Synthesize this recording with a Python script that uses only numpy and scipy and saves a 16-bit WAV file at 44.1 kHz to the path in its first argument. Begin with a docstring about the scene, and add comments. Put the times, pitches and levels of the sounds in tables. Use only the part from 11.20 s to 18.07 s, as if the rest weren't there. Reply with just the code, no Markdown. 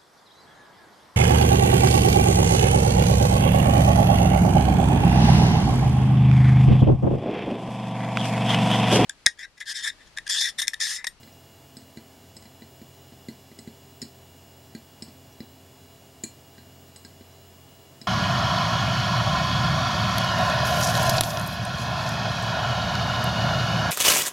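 """Fingernails on a small mirror

Long fingernails tap a small glass mirror that lies on a soft bed cover in a quiet room.
Each tap is a low thud and a clink, both made of fading sine waves, plus a short snap of noise.
The touched spot picks which groups of glass tones ring. The room adds an echo and a short tail.
Behind it: wavering fan tones, a thin electronic whine, screen whistles, hiss, a narrow rushing
noise near 3 kHz and a faint tick every two seconds."""
import sys
import numpy as np
from scipy import signal
from scipy.fft import rfft, irfft, next_fast_len
from scipy.io import wavfile

SR = 44100
rng = np.random.default_rng(int(sys.argv[2]) if len(sys.argv) > 2 else 0)


def wrap_up_sound(samples):
    """Save the sound to the file named by the first command line argument, as 16-bit audio."""
    columns = np.atleast_2d(samples).T
    # keep every value between -1 and 1, then stretch to whole-number steps
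    tamed = np.clip(columns, -1, 1)
    steps = np.round(tamed * 32767).astype(np.int16)
    wavfile.write(sys.argv[1], SR, steps)


N = 302967  # length of the scene in samples

# Nail taps. Levels are before the room; spot and brightness then alter the clink.
# Columns: start_s, thud_db, clink_db, brightness_db_per_octave, spot (0 middle, 0.5 side, 1 corner)
NAIL_TAPS = [(0.0307, -52, -57.5, -8, 0.24), (0.075, -53.5, -62, -15, 0), (0.5679, -47.5, -56, 0.5, 0.46),
             (0.617, -56, -65, -6, 0.26), (0.7712, -40.5, -54, -5, 0.065),
             (1.166, -51.5, -55.5, -0.5, 0.59), (1.223, -57, -62.5, 4, 0.23),
             (1.254, -52, -59.5, -12, 0.16), (1.4201, -46, -57, -12, 0), (1.615, -44, -66, -3, 0),
             (1.921, -49.5, -66, -8, .2), (2.0848, -35.5, -51.5, -1.5, 0.06), (2.315, -51, -63, -10, 0),
             (2.3881, -46.5, -55.5, 4.5, 0.26), (2.474, -39, -58.5, -6, 0.063),
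             (2.8167, -45.5, -47, 0, 0.95), (2.8246, -39.5, -49, -5, 0.4), (2.851, -54, -75, 8, 0.027),
             (3.549, -37.5, -52, -2.5, 0.044), (3.822, -41, -50, 0.5, 0.61), (3.8818, -48, -62, -10, 0.59),
             (4.2033, -38, -50.5, -22, 0.38), (5.0363, -37.5, -47.5, 17, 0), (5.38, -54, -57, -16, 0.028),
             (5.76, -64, -58.5, 8, 0.25), (5.8482, -50.5, -52.5, -2.5, 0.23), (6.008, -48, -64, -10, 0.18),
             (6.814, -46.5, -51.5, -8, 0.61)]
# The mirror rocking on its soft backing; levels only relative to each other.
# Columns: pitch_hz, level_db, t60_s (time to fade by 60 dB)
ROCKING_MODES = [(149, -10.5, 0.056), (208, 4, 0.03), (236.7, 6.5, 0.046), (320, 1, 0.053),
                 (365, -6.5, 0.035), (450, -17, 0.018), (565, -31, 0.0091)]
# Tones of the glass plate, one list for each family that rings together; levels relative in a family.
# Columns: pitch_hz, level_db, t60_s
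GLASS_FAMILIES = [
    [(1610, -7.5, 0.063), (1850, 1.5, 0.015), (2010, 1, 0.039), (2360, -10.5, 0.078), (3430, -26, 0.017)],
    [(3960, 2, 0.067), (4080, 2, 0.11), (4070, -5, 0.21), (4140, -8.5, 0.094)],
    [(4224, -7, 0.22), (4275, -9.5, 0.17), (4260, -7, 0.068), (4425, -4, .1), (4680, 5, .025)],
    [(4500, -10, 0.19), (5076, 7.5, 0.05), (5240, -3, 0.021), (5480, -5, 0.022)],
    [(6860, 5.5, 0.036), (6510, -9, 0.06), (7090, 9, 0.023)],
    [(7600, -2, .04), (7670, 5, 0.057), (10470, 0, 0.086), (12560, -9, .016), (13650, -15, .018)],
    [(7940, 2.5, 0.14), (9800, -7, .1)],
    [(8400, -5, 0.14), (8450, 13, 0.03), (8400, -18, 0.016)],
]
# How readily each of these families answers a tap, in the same order.
# Columns: middle_db, side_db, corner_db
FAMILY_SHAPES = [(0.5, -7.5, -9), (-1, -0.5, -7), (-1.5, -26, -8), (-30, 7.5, 6.5), (-1.5, -12, 4.5),
                 (-10, -15, -16), (-20, -2.5, -14), (-16.5, 1, -9)]
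# Tone colour of the nail's own snap; levels only relative to each other.
# Columns: pitch_hz, level_db_per_hz
SNAP_COLOUR = [(700, -1), (1300, -20), (1800, -12), (3300, 7.5), (5800, 0.5), (8500, 2), (10000, -9),
               (14000, -6), (16000, -18)]
# Fan and motor tones.
# Columns: pitch_hz, rms_level_db, unsteadiness (0-1)
FAN_TONES = [(89.8, -59, 0.23), (133.2, -61.5, 0.26), (263.2, -64.5, 0.63), (398, -65.5, 0.41),
             (666.6, -66.5, 0), (3000, -76.5, 0.3), (3375, -79.5, 0.7), (3986, -75, 0.36)]
# Electronic whine.
# Columns: multiple (of WHINE_HZ), rms_level_db
WHINE_TONES = [(3, -79.5), (4, -79.5), (5, -67.5), (6, -73), (7, -79), (8, -75.5), (9, -70), (10, -77.5),
               (11, -80), (12, -70), (13, -74), (14, -78.5), (15, -77.5), (16, -80), (19, -79.5),
               (20, -75.5), (21, -74), (22, -77), (23, -78), (25, -87)]
# Screen line-scan whistles, which beat against each other.
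# Columns: pitch_hz, rms_level_db, unsteadiness (0-1)
SCREEN_WHISTLES = [(15674, -80, .2), (15734.2, -66.5, .3), (15749, -72.5, .3)]
# Room air and microphone hiss, against full scale.
# Columns: pitch_hz, level_db_per_hz
HISS_COLOUR = [(25, -108), (50, -93.5), (75, -82.5), (110, -79.5), (190, -82), (320, -84.5), (500, -87),
               (800, -87), (1250, -95.5), (2200, -97.5), (4300, -99.8), (6500, -102), (9500, -103.7),
               (15000, -105.5)]
# The part of the hiss that differs between left and right, against the shared hiss.
# Columns: pitch_hz, side_level_db
HISS_WIDTH = [(25, -9), (70, -32), (250, -24), (1000, -25.5), (4000, -18.5), (8000, -11.5), (15000, -9)]
# Narrow band of rushing noise near 3 kHz, against full scale.
# Columns: pitch_hz, level_db_per_hz
RUSH_COLOUR = [(2000, -135), (2750, -106), (2900, -95), (3000, -92.5), (3120, -108), (4000, -135)]

TAP_LENGTH = SR // 4  # samples
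THUD_SCATTER_DB = 1.5
# above this pitch a hard nail tip rings the glass more, a soft fingertip less
CONTACT_KNEE_HZ = 3910
# a harder contact also knocks higher:
# thud dB per octave for each dB per octave of brightness
THUD_FOLLOWS = 0.34
TICK_START_S, TICK_EVERY_S, TICK_DB = 0.126, 2.0, -52
ROOM_T60_S, ECHO_S, CLINK_ECHO_DB = 0.22, 0.027, -21
WHINE_HZ = 569.07
CUTOFF_HZ = 16000


def mirror():
    """Each tap rocks the mirror (thud), rings the glass (clink) and snaps; the snap grows with the ringing."""
    thuds, clinks = np.zeros(N), np.zeros(N)
    for start_s, thud_db, clink_db, brightness_db, spot in NAIL_TAPS:
        thud = ring(thud_modes(brightness_db), rise_s=0.0021, scatter_db=THUD_SCATTER_DB,
                    phase_spread=0.073)
        # the thud is flipped and comes a fraction of a millisecond after the clink
        add(thuds, -from_db(thud_db) * thud, start_s + 0.00038)

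        strengths = from_db(clink_db) * family_gains(spot, brightness_db)
        glass = np.zeros(TAP_LENGTH)
        for strength, modes in zip(strengths, GLASS_FAMILIES):
            glass += strength * ring(modes, rise_s=0.0011, scatter_db=4.0, phase_spread=1.0)
        nail = strengths.mean() * from_db(-1.5) * snap(rise_s=0.00022, t60=0.022)
        add(clinks, glass + nail, start_s)
    # so small a plate radiates hardly any deep bass
    bass_cut = signal.butter(2, 75, "high", fs=SR, output="sos")
    return signal.sosfilt(bass_cut, thuds), clinks


def thud_modes(brightness_db):
    """A hard contact tilts the rocking tones towards the higher ones."""
    lowest_hz = ROCKING_MODES[0][0]
    tilt_db = THUD_FOLLOWS * brightness_db
    return [(hz, db + tilt_db * np.log2(hz / lowest_hz), t60) for hz, db, t60 in ROCKING_MODES]


def family_gains(spot, brightness_db):
    """The touched spot picks the families that ring; the hardness of the contact tilts the high ones."""
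    shapes = [np.interp(spot, [0, 0.5, 1], from_db(shape_db)) for shape_db in FAMILY_SHAPES]
    # each family is judged by the pitch of its tone with the highest listed level
    leading_hz = np.array([max(modes, key=lambda mode: mode[1])[0] for modes in GLASS_FAMILIES])
    octaves_above_knee = np.maximum(np.log2(leading_hz / CONTACT_KNEE_HZ), 0)
    return shapes * from_db(brightness_db * octaves_above_knee)


def ring(modes, rise_s, scatter_db, phase_spread):
    """Fading tones that swell over the contact time; each blow weights them a little differently."""
    t = np.arange(TAP_LENGTH) / SR
    hz, db, t60 = np.transpose(modes)[:, :, None]
    strength = from_db(db + scatter_db * rng.standard_normal(hz.shape))
    phase = phase_spread * rng.uniform(-np.pi, np.pi, hz.shape)
    waves = strength * fade_out(t, t60) * np.sin(2 * np.pi * hz * t + phase)
    swell = 1 - np.exp(-(t / rise_s) ** 2)
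    return unit_blow(waves.sum(axis=0) * swell)


def snap(rise_s, t60):
    """A few milliseconds of noise as the nail's edge meets the glass."""
    t = np.arange(TAP_LENGTH) / SR
    noise = coloured(rng.standard_normal(TAP_LENGTH), SNAP_COLOUR)
    swell = 1 - np.exp(-t / rise_s)
    return unit_blow(noise * swell * fade_out(t, t60))


def room(x, wet_db, echo_db, side_db, gap_s):
    """One wall echo and short diffuse reflections, almost alike at the two close microphone ports."""
    t = np.arange(TAP_LENGTH) / SR
    # the tail is silent until gap_s, then grows in over another gap_s
    fade = fade_out(t, ROOM_T60_S) * np.clip(t / gap_s - 1, 0, 1)
    tails = rng.standard_normal((2, TAP_LENGTH)) * fade / np.sqrt(np.sum(fade ** 2))
    mid, side = from_db(wet_db) * signal.fftconvolve(x[None], tails, axes=1)[:, :N]
    add(mid, from_db(echo_db) * x, ECHO_S)
    return x + mid + from_db(side_db) * side * [[1], [-1]]


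def ticks(hz, t60):
    """A tiny high tick, a quickly fading sine wave, comes back every two seconds."""
    track = np.zeros(N)
    t = np.arange(TAP_LENGTH) / SR
    tick = from_db(TICK_DB) * np.sin(2 * np.pi * hz * t) * fade_out(t, t60)
    for start_s in np.arange(TICK_START_S, N / SR, TICK_EVERY_S):
        add(track, tick, start_s)
    return track


def background():
    """Hum, whistles, whine and rush sit in the middle; the hiss is slightly spread."""
    return fan_hum() + screen_whistle() + electronic_whine() + hiss_and_rush()


def fan_hum():
    """The fan and its motor give several tones, most of them wavering."""
    return sum(tone(hz, db, unsteady) for hz, db, unsteady in FAN_TONES)


def screen_whistle():
    """Very high line-scan tones so close in pitch that they beat."""
    return sum(tone(hz, db, unsteady) for hz, db, unsteady in SCREEN_WHISTLES)


def electronic_whine():
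    """Thin tones at whole multiples of one base pitch."""
    return sum(tone(multiple * WHINE_HZ, db, unsteady=0.12) for multiple, db in WHINE_TONES)


def hiss_and_rush():
    """Shaped random noise: a wide hiss with a small left-right difference, and a narrow central rush."""
    white = rng.standard_normal((3, N)) * np.sqrt(SR / 2)  # power of 1 per Hz
    mid = coloured(white[0], HISS_COLOUR) + coloured(white[2], RUSH_COLOUR)
    side = coloured(coloured(white[1], HISS_COLOUR), HISS_WIDTH)
    return mid + side * [[1], [-1]]


def tone(hz, db, unsteady):
    """A sine wave whose level and phase waver by slow random drifts."""
    turn = 2 * np.pi * hz * np.arange(N) / SR
    waver = unsteady * (drift(2.76) * np.sin(turn) + drift(0.47) * np.cos(turn))
    steady = np.sin(turn + rng.uniform(0, 2 * np.pi))
    return from_db(db) * rms_one(steady + waver)


def drift(rate_hz):
    """Slow random wander with a spread of 1: noise smoothed twice, at a fortieth of the sample rate."""
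    r = np.exp(-80 * np.pi * rate_hz / SR)
    noise = rng.standard_normal(N // 40 + 2002)
    slow = signal.lfilter([1], [1, -2 * r, r * r], noise)[2000:]  # drop the filter's start-up
    return np.interp(np.arange(N) / 40, np.arange(len(slow)), rms_one(slow))


def coloured(x, spectrum):
    """Shape noise by (pitch_hz, level_db) points joined on a log-frequency axis."""
    hz, db = np.transpose(spectrum)
    size = next_fast_len(len(x))
    bins_hz = np.maximum(np.fft.rfftfreq(size, 1 / SR), 1)
    gains = from_db(np.interp(np.log(bins_hz), np.log(hz), db))
    return irfft(rfft(x, size) * gains, size)[:len(x)]


def fade_out(t, t60):
    """Exponential decay that has fallen by 60 dB after t60 seconds."""
    return np.exp(-np.log(1000) * t / t60)


def from_db(db):
    """Decibels to gain."""
    return 10 ** (np.asarray(db) / 20)


def rms_one(x):
    """Scale to an rms (average strength) of 1."""
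    return x / np.sqrt(np.mean(x ** 2) + 1e-20)


def unit_blow(x):
    """Scale a blow to an rms of 1 over its first 20 ms."""
    return x / np.sqrt(np.mean(x[:SR // 50] ** 2) + 1e-20)


def add(track, sound, start_s):
    """Mix a sound into a track at a time."""
    start = max(round(start_s * SR), 0)
    track[start:start + len(sound)] += sound[:N - start]


def scene():
    """The mirror close to the microphone, the room behind it, all very slightly louder on the right."""
    thuds, clinks = mirror()
    low = from_db(0.76) * room(thuds, wet_db=-14.5, echo_db=-14.5, side_db=-27.0, gap_s=0.0068)
    high = room(clinks + ticks(hz=5730.0, t60=0.027), wet_db=-10.5, echo_db=CLINK_ECHO_DB,
                side_db=-43.0, gap_s=0.0059)
    return low * from_db([[-0.25], [0.25]]) + (high + background()) * from_db([[-0.1], [0.1]])


def record(dry):
    """A steep filter cuts the top."""
    top_cut = signal.ellip(12, 0.1, 70, CUTOFF_HZ, fs=SR, output="sos")
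    return signal.sosfilt(top_cut, dry)


dry = scene()
out = record(dry)
wrap_up_sound(out)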